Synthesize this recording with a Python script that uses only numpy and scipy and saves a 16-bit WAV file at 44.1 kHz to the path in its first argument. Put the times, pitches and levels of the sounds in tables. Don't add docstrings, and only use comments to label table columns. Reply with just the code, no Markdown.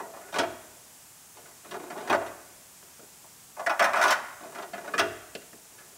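import sys
import numpy as np
from scipy import signal
from scipy.fft import rfft, irfft
from scipy.io import wavfile
from scipy.ndimage import uniform_filter1d

SR = 44100
rng = np.random.default_rng(int(sys.argv[2]) if len(sys.argv) > 2 else 0)


def store_wav(level_fs):
    pcm = np.round(np.clip(np.atleast_2d(level_fs), -1, 1) * 32767)
    wavfile.write(sys.argv[1], SR, pcm.T.astype(np.int16))


N = 263667

SPOTS = 8


def gain_of(db):
    return 10 ** (np.asarray(db) / 20)


def evened(x):
    return x / np.sqrt(np.mean(x ** 2) + 1e-20)


def read(points, hz):
    f, value = np.transpose(points)
    return np.interp(np.log(hz + 1), np.log(f + 1), value)


def dying_noise(t60s, colour, size):
    noise = rng.standard_normal(size + 512)
    hz, t, z = signal.stft(noise, SR, nperseg=256, noverlap=192)
    t60 = np.maximum(read(t60s, hz), .01)[:, None]
    z = z * gain_of(read(colour, hz)[:, None] - 60 * t / t60)
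    tail = signal.istft(z, SR, nperseg=256, noverlap=192)[1]
    tail = tail[128:size + 128]
    return tail / np.linalg.norm(tail)


def steel(size):
    # pitch in Hz, relative level in dB beside the hole, the same on the flat,
    # t60 in seconds.
    mode_rows = [(205, -16, -16, .25), (240, -12, -22, .25), (305, -6, -25, .2), (361, -4, -25, .4),
                 (412, -4, -22, .4), (463, -16, -25, .25), (625, -5, -4, .18), (662, 1, -8, .33),
                 (686, -1, 0, .22), (775, -8, -2, .13), (940, -6, -2, .16), (1038, -9, -2, .16),
                 (1164, -9, -4, .13), (1272, -9, -5, .13), (1455, -3, -2, .14), (1695, -6, -5, .11),
                 (1910, -14, -13, .22), (1990, -8, -8, .1), (2445, -11, -10, .11), (2775, -21, -24, .4),
                 (3190, -14, -16, .09), (4060, -14, -14, .07), (5380, -15, -8, .05), (5660, -17, -11, .03),
                 (6120, -16, -9, .035), (7500, -15, -15, .015), (8250, -18, -13, .015),
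                 (9950, -19, -14, .015), (12600, -22, -18, .01), (13900, -22, -14, .012)]
    # frequency in Hz, relative level in dB per Hz.
    crowd_colour = [(60, -66), (150, -73), (300, 7), (500, -2.5), (700, 6), (1400, 2), (2300, -10.5),
                    (3500, -11), (7000, -20), (11000, -24.5), (14500, -30)]
    # frequency in Hz, t60 in seconds.
    crowd_t60 = [(100, 0.13), (400, 0.18), (1000, 0.05), (3000, 0.055), (8000, 0.033), (15000, 0.0022)]
    crowd_db = 4

    t = np.arange(size) / SR
    hz, hole_db, flat_db, t60 = np.array(mode_rows).T[:, :, None]
    modes = gain_of(-60 * t / t60) * np.sin(2 * np.pi * hz * t)
    rings = np.array([(gain_of(db) * modes).sum(axis=0) for db in (hole_db, flat_db)])
    crowds = [gain_of(crowd_db) * dying_noise(crowd_t60, crowd_colour, size) for _ in range(SPOTS)]
    metal = np.vstack([rings / np.linalg.norm(rings[1]), crowds])
    return signal.sosfilt(signal.butter(4, 185, "highpass", fs=SR, output="sos"), metal)


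def place_at(s):
    # time in seconds, place from 0 to 1.
    path = [(0, 0.014), (2.5, 0.034), (3.5, 0.87), (4.2, 1), (4.5, 0.06), (4.9, 0.06), (5.0, 0.092),
            (5.9, 0.16)]
    return np.interp(s, *np.transpose(path))


def part_levels(s, db, sharp_db, lean_db, hollow_db):
    tip_db = np.interp(place_at(s), [0, 1], [-5, -2]) + sharp_db
    middle_drop = np.maximum(lean_db, 0)
    upper_drop = np.maximum(-lean_db, 0)
    hollow_follows = 0.34
    return [db - middle_drop, db - upper_drop, db + sharp_db, db + tip_db,
            db + hollow_db - hollow_follows * middle_drop]


def grit(shape):
    ticks_per_s, spread_db = 5000, 2.5
    draws = rng.random((*shape[:-1], 3, shape[-1]))
    chance, sign, spread = np.moveaxis(draws, -2, 0)
    size = gain_of(-spread_db * np.log(spread + 0.029))
    return (chance < ticks_per_s / SR) * np.sign(sign - .5) * size


def blows(s, levels_db, force, metal):
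    low, mid, high, top = 550, 1150, 2600, 7000
    edge_fade = 0.045
    size = 2 * metal.shape[1]
    t = np.arange(force.shape[1]) / SR
    body = rfft(force, size)
    edge = rfft(force * np.exp(-t / edge_fade), size)
    parts = [([low, mid], "bandpass", body), ([mid, high], "bandpass", body),
             ([high, top], "bandpass", edge), (top, "highpass", edge), (low, "lowpass", body)]
    place = place_at(s)[:, None]
    spot = np.arange(len(s)) % SPOTS
    out = np.zeros(N + size)
    for (hz, kind, drive), db in zip(parts, levels_db):
        band = signal.butter(5, hz, kind, fs=SR, output="sos")
        hole, flat, *crowds = rfft(signal.sosfilt(band, metal), size)
        answer = (1 - place) * hole + place * flat + np.array(crowds)[spot]
        rings = irfft(drive * answer)
        rings *= (gain_of(db) / abs(rings).max(axis=1))[:, None]
        for start, ring in zip(s, rings):
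            out[round(start * SR):][:size] += ring
    return out[:N]


def slips(metal):
    # start in seconds, peak level of the panel in dB, sharpness of the shank against it in dB,
    # lean of the upper panel over the middle in dB, fade time of the grit in seconds.
    slip_rows = [(0.0, -29.5, -17, -4.5, 0.0075), (0.023, -39, -41, -6, 0.049),
                 (0.135, -39.5, -28, -1.5, 0.017), (0.163, -40, -12, -3, 0.013),
                 (0.207, -44, -18, 0, 0.044), (0.284, -45.5, -6, 9, 0.025), (0.325, -34, -5, -7, 0.022),
                 (0.341, -26, -6.5, 11, 0.03), (0.359, -24, -6, -8, 0.029), (0.386, -19, -0.5, -1.5, 0.018),
                 (0.399, -33.5, -30, -2, 0.017), (0.43, -27, -14, 0, 0.0095), (1.37, -52, 2, -1, 0.028),
                 (1.456, -46.5, -12, 8, 0.035), (1.646, -44.5, -8, 4, 0.0079), (1.67, -53, 0, 9, 0.0061),
                 (1.71, -38, 2.5, 18, 0.015), (1.742, -32.5, -8, 2, 0.0063), (1.813, -46, -28, 15, 0.0061),
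                 (1.868, -58, -24, 10, 0.02), (1.901, -35, -6.5, 0, 0.012), (1.953, -35.5, -30, -12, 0.018),
                 (1.977, -33.5, -9, -4, 0.018), (2.006, -41, -6, 0, 0.018), (2.038, -53, -16, -9, 0.022),
                 (2.075, -32.5, -6, 4, 0.028), (2.098, -16.5, -8, -5, 0.015), (2.126, -14.5, -13, 5, 0.011),
                 (2.145, -16.5, -17, -7, 0.0079), (2.216, -30.5, -21, -8, 0.012),
                 (2.263, -36.5, -3.5, 8, 0.015), (3.567, -35.5, -30, -7, 0.046),
                 (3.594, -26, -14.5, -8.5, 0.015), (3.663, -14, -17, 6, 0.0079),
                 (3.695, -18, -12, 3, 0.016), (3.794, -14.5, -9, 7, 0.013), (3.805, -14.5, -26, -3, 0.018),
                 (3.823, -16, -11.5, 2.5, 0.012), (3.841, -17, -8, -0.5, 0.028),
                 (3.933, -17.5, -14.5, 3, 0.023), (3.944, -26.5, -20, 1, 0.027),
                 (3.958, -21, -12, 5, 0.016), (3.974, -21, -7.5, -0.5, 0.033), (3.99, -22, -19, 0, 0.018),
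                 (4.0, -23.5, -14, 7, 0.035), (4.014, -15, -10.5, 7, 0.024), (4.026, -19.5, -6, 6, 0.036),
                 (4.037, -17.5, -7, 2, 0.022), (4.05, -18, -9, -4, 0.023), (4.069, -34, 3, 6, 0.054),
                 (4.08, -22.5, 0, 0, 0.017), (4.096, -17.5, -18, 2.5, 0.019), (4.106, -20.5, 0, 2, 0.012),
                 (4.123, -16.5, -8.5, 17, 0.015), (4.156, -31, -14, -3, 0.054),
                 (4.433, -41.5, -8, -4, 0.015), (4.522, -43, -7, -2, 0.029), (4.549, -34, -8, 3, 0.04),
                 (4.584, -33.5, -6, -1.5, 0.022), (4.623, -34.5, -6.5, -4, 0.014),
                 (4.733, -31.5, -9, -0.5, 0.016), (4.778, -35, -10, 1.5, 0.0088),
                 (4.844, -38, -14, -1, 0.018), (4.877, -31, -13, 4.5, 0.006), (4.937, -16, -20, 19, 0.013),
                 (4.98, -16, -9.5, 37, 0.033), (4.992, -16, 0, 4.5, 0.011), (5.004, -24, -22, 4.5, 0.006),
                 (5.781, -45.5, -7, 18, 0.046)]
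    rise_s = 0.00084
    bite_db = -7
    hollow_places_db = -6.5, -17.5

    s, db, sharp_db, lean_db, fade = np.array(slip_rows).T
    t = np.arange(4096) / SR
    push = (1 - np.exp(-t / rise_s)) * np.exp(-(t / fade[:, None]) ** 0.93)
    force = grit(push.shape) * push
    force[:, 0] = gain_of(bite_db) * np.linalg.norm(force, axis=1)
    hollow_db = np.interp(place_at(s), [0, 1], hollow_places_db)
    return blows(s, part_levels(s, db, sharp_db, lean_db, hollow_db), force, metal)


def drag(metal):
    # time in seconds, level in dB.
    strokes = [
        [(0.0, -70), (0.33, -58.5)],
        [(1.35, -63.5), (1.55, -65)],
        [(1.63, -65), (1.716, -49), (1.852, -55.5), (2.09, -45)],
        [(4.4, -52.5), (4.606, -60), (4.736, -59), (4.94, -52.5)],
        [(5.7, -68), (5.97, -69.5)],
    ]
    dull_hz, tremble_db = 2410, 4.35

    t, pressure = np.arange(N) / SR, np.zeros(N)
    for points in strokes:
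        s, db = np.transpose(points)
        ramps = np.clip(np.minimum(t - s[0], s[-1] - t) / 0.0056, 0, 1)
        pressure += gain_of(np.interp(t, s, db)) * ramps
    wobble = evened(uniform_filter1d(rng.standard_normal(N), 400))
    trembling = evened(grit((N,)) * gain_of(tremble_db * wobble))
    soft = signal.lfilter(*signal.butter(1, dull_hz, fs=SR), trembling)
    answer = 0.84 * metal[0] + metal[-1]
    return signal.fftconvolve(soft / soft.std() * pressure, answer / np.linalg.norm(answer))[:N]


def hiss():
    # frequency in Hz, relative level in dB per Hz.
    hiss_colour = [(12, -47), (20, -43), (81, -5), (113, -0.5), (145, -5.5), (176, -2.5), (291, -8.5),
                   (537, -9), (671, -7.5), (815, -6), (1380, -9), (2160, -10), (4110, -12), (7380, -4.5),
                   (15700, -13)]
    hiss_db, patch_db = -51.5, 0.17

    frames, hz = N // 256 + 5, np.fft.rfftfreq(1024, 1 / SR)
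    real, imag, patches = rng.standard_normal((frames, 513, 3)).T
    patches = evened(uniform_filter1d(uniform_filter1d(patches, 12, 0), 14, 1))
    z = (real + 1j * imag) * gain_of(read(hiss_colour, hz)[:, None] + patch_db * patches)
    noise = signal.istft(z, nperseg=1024, noverlap=768)[1][:N]
    return gain_of(hiss_db) * evened(noise)


def shop(x):
    # frequency in Hz, t60 in seconds.
    shop_t60 = [(100, 1), (300, 1), (800, 0.83), (2000, 0.9), (5000, 0.55), (12000, 0.45)]
    turn_hz = 39.75

    turn, out = 2 * np.pi * turn_hz * np.arange(N) / SR, np.zeros(N)
    for k in range(3):
        tail = dying_noise(shop_t60, [(50, 0), (16000, 0)], SR)
        share = np.sqrt(2 / 3) * np.cos(turn + k * np.pi / 3)
        delayed = np.r_[np.zeros(300), tail]
        out += signal.fftconvolve(x * share, delayed)[:N]
    return out


def booms(metal):
    # start in seconds, peak level of the body's boom in dB, peak level of the sill's hollow ring
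    # in dB, top of that ring in Hz.
    boom_rows = [(0.392, -47, -25, 700), (2.099, -45.5, -35, 740), (2.147, -70, -29.5, 740),
                 (3.798, -57, -37, 740), (4.029, -55.5, -31, 740), (5.007, -44.5, -26, 465)]
    # pitch in Hz, relative level in dB, t60 in seconds.
    body_modes = [(92.7, -2, 0.47), (102.8, -2, 0.84)]
    thud = (66, -6.5, 0.18)

    t, out = np.arange(SR) / SR, np.zeros(N + SR)
    boom = np.zeros(SR)
    for hz, db, t60 in body_modes + [thud]:
        boom += gain_of(db - 60 * t / t60) * np.sin(2 * np.pi * hz * t)
    boom *= 1 - np.exp(-t / 0.0081)
    bloom = metal[0] * (1 - np.exp(-t[:metal.shape[1]] / 0.019))
    for s, boom_db, sill_db, top_hz in boom_rows:
        sill = signal.sosfilt(signal.butter(4, top_hz, fs=SR, output="sos"), bloom)
        start = round(s * SR)
        out[start:][:SR] += gain_of(boom_db) * boom / abs(boom).max()
        out[start:][:len(sill)] += gain_of(sill_db) * sill / abs(sill).max()
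    return out[:N]


def taps(metal):
    # start in seconds, peak level of the panel in dB, sharpness of the
    # shank against it in dB, lean of the upper panel over the middle in dB, hollow against the panel in dB.
    tap_rows = [(2.827, -47, -6, 4, -5), (2.993, -48.5, -13, 7, 5), (3.027, -64.5, -2, -6, 20),
                (3.242, -47.5, -33, -18, -5.5), (5.351, -37, 6.5, 6.5, 8.5), (5.419, -46.5, -3, 28, -8),
                (5.53, -43.5, -10, 12, 3.5)]
    contact_s, hand_t60 = 0.002, 2.7

    s, db, sharp_db, lean_db, hollow_db = np.array(tap_rows).T
    t = np.arange(1024) / SR
    force = grit((len(s), len(t))) * np.exp(-t / contact_s)
    force[:, 0] = 1.4 * np.linalg.norm(force, axis=1)
    damped = metal * gain_of(-60 * np.arange(metal.shape[1]) / SR / hand_t60)
    return blows(s, part_levels(s, db, sharp_db, lean_db, hollow_db), force, damped)


def scene():
    shop_db = -14
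    metal = steel(size=16384)
    near = slips(metal) + drag(metal) + booms(metal) + taps(metal)
    return (near + gain_of(shop_db) * shop(near) + hiss())[None]


def record(dry):
    edge_hz = 15780
    lowpass = signal.firwin(1023, edge_hz, window=("kaiser", 9), fs=SR)
    return signal.oaconvolve(dry, lowpass[None], "same")


dry = scene()
out = record(dry)
store_wav(out)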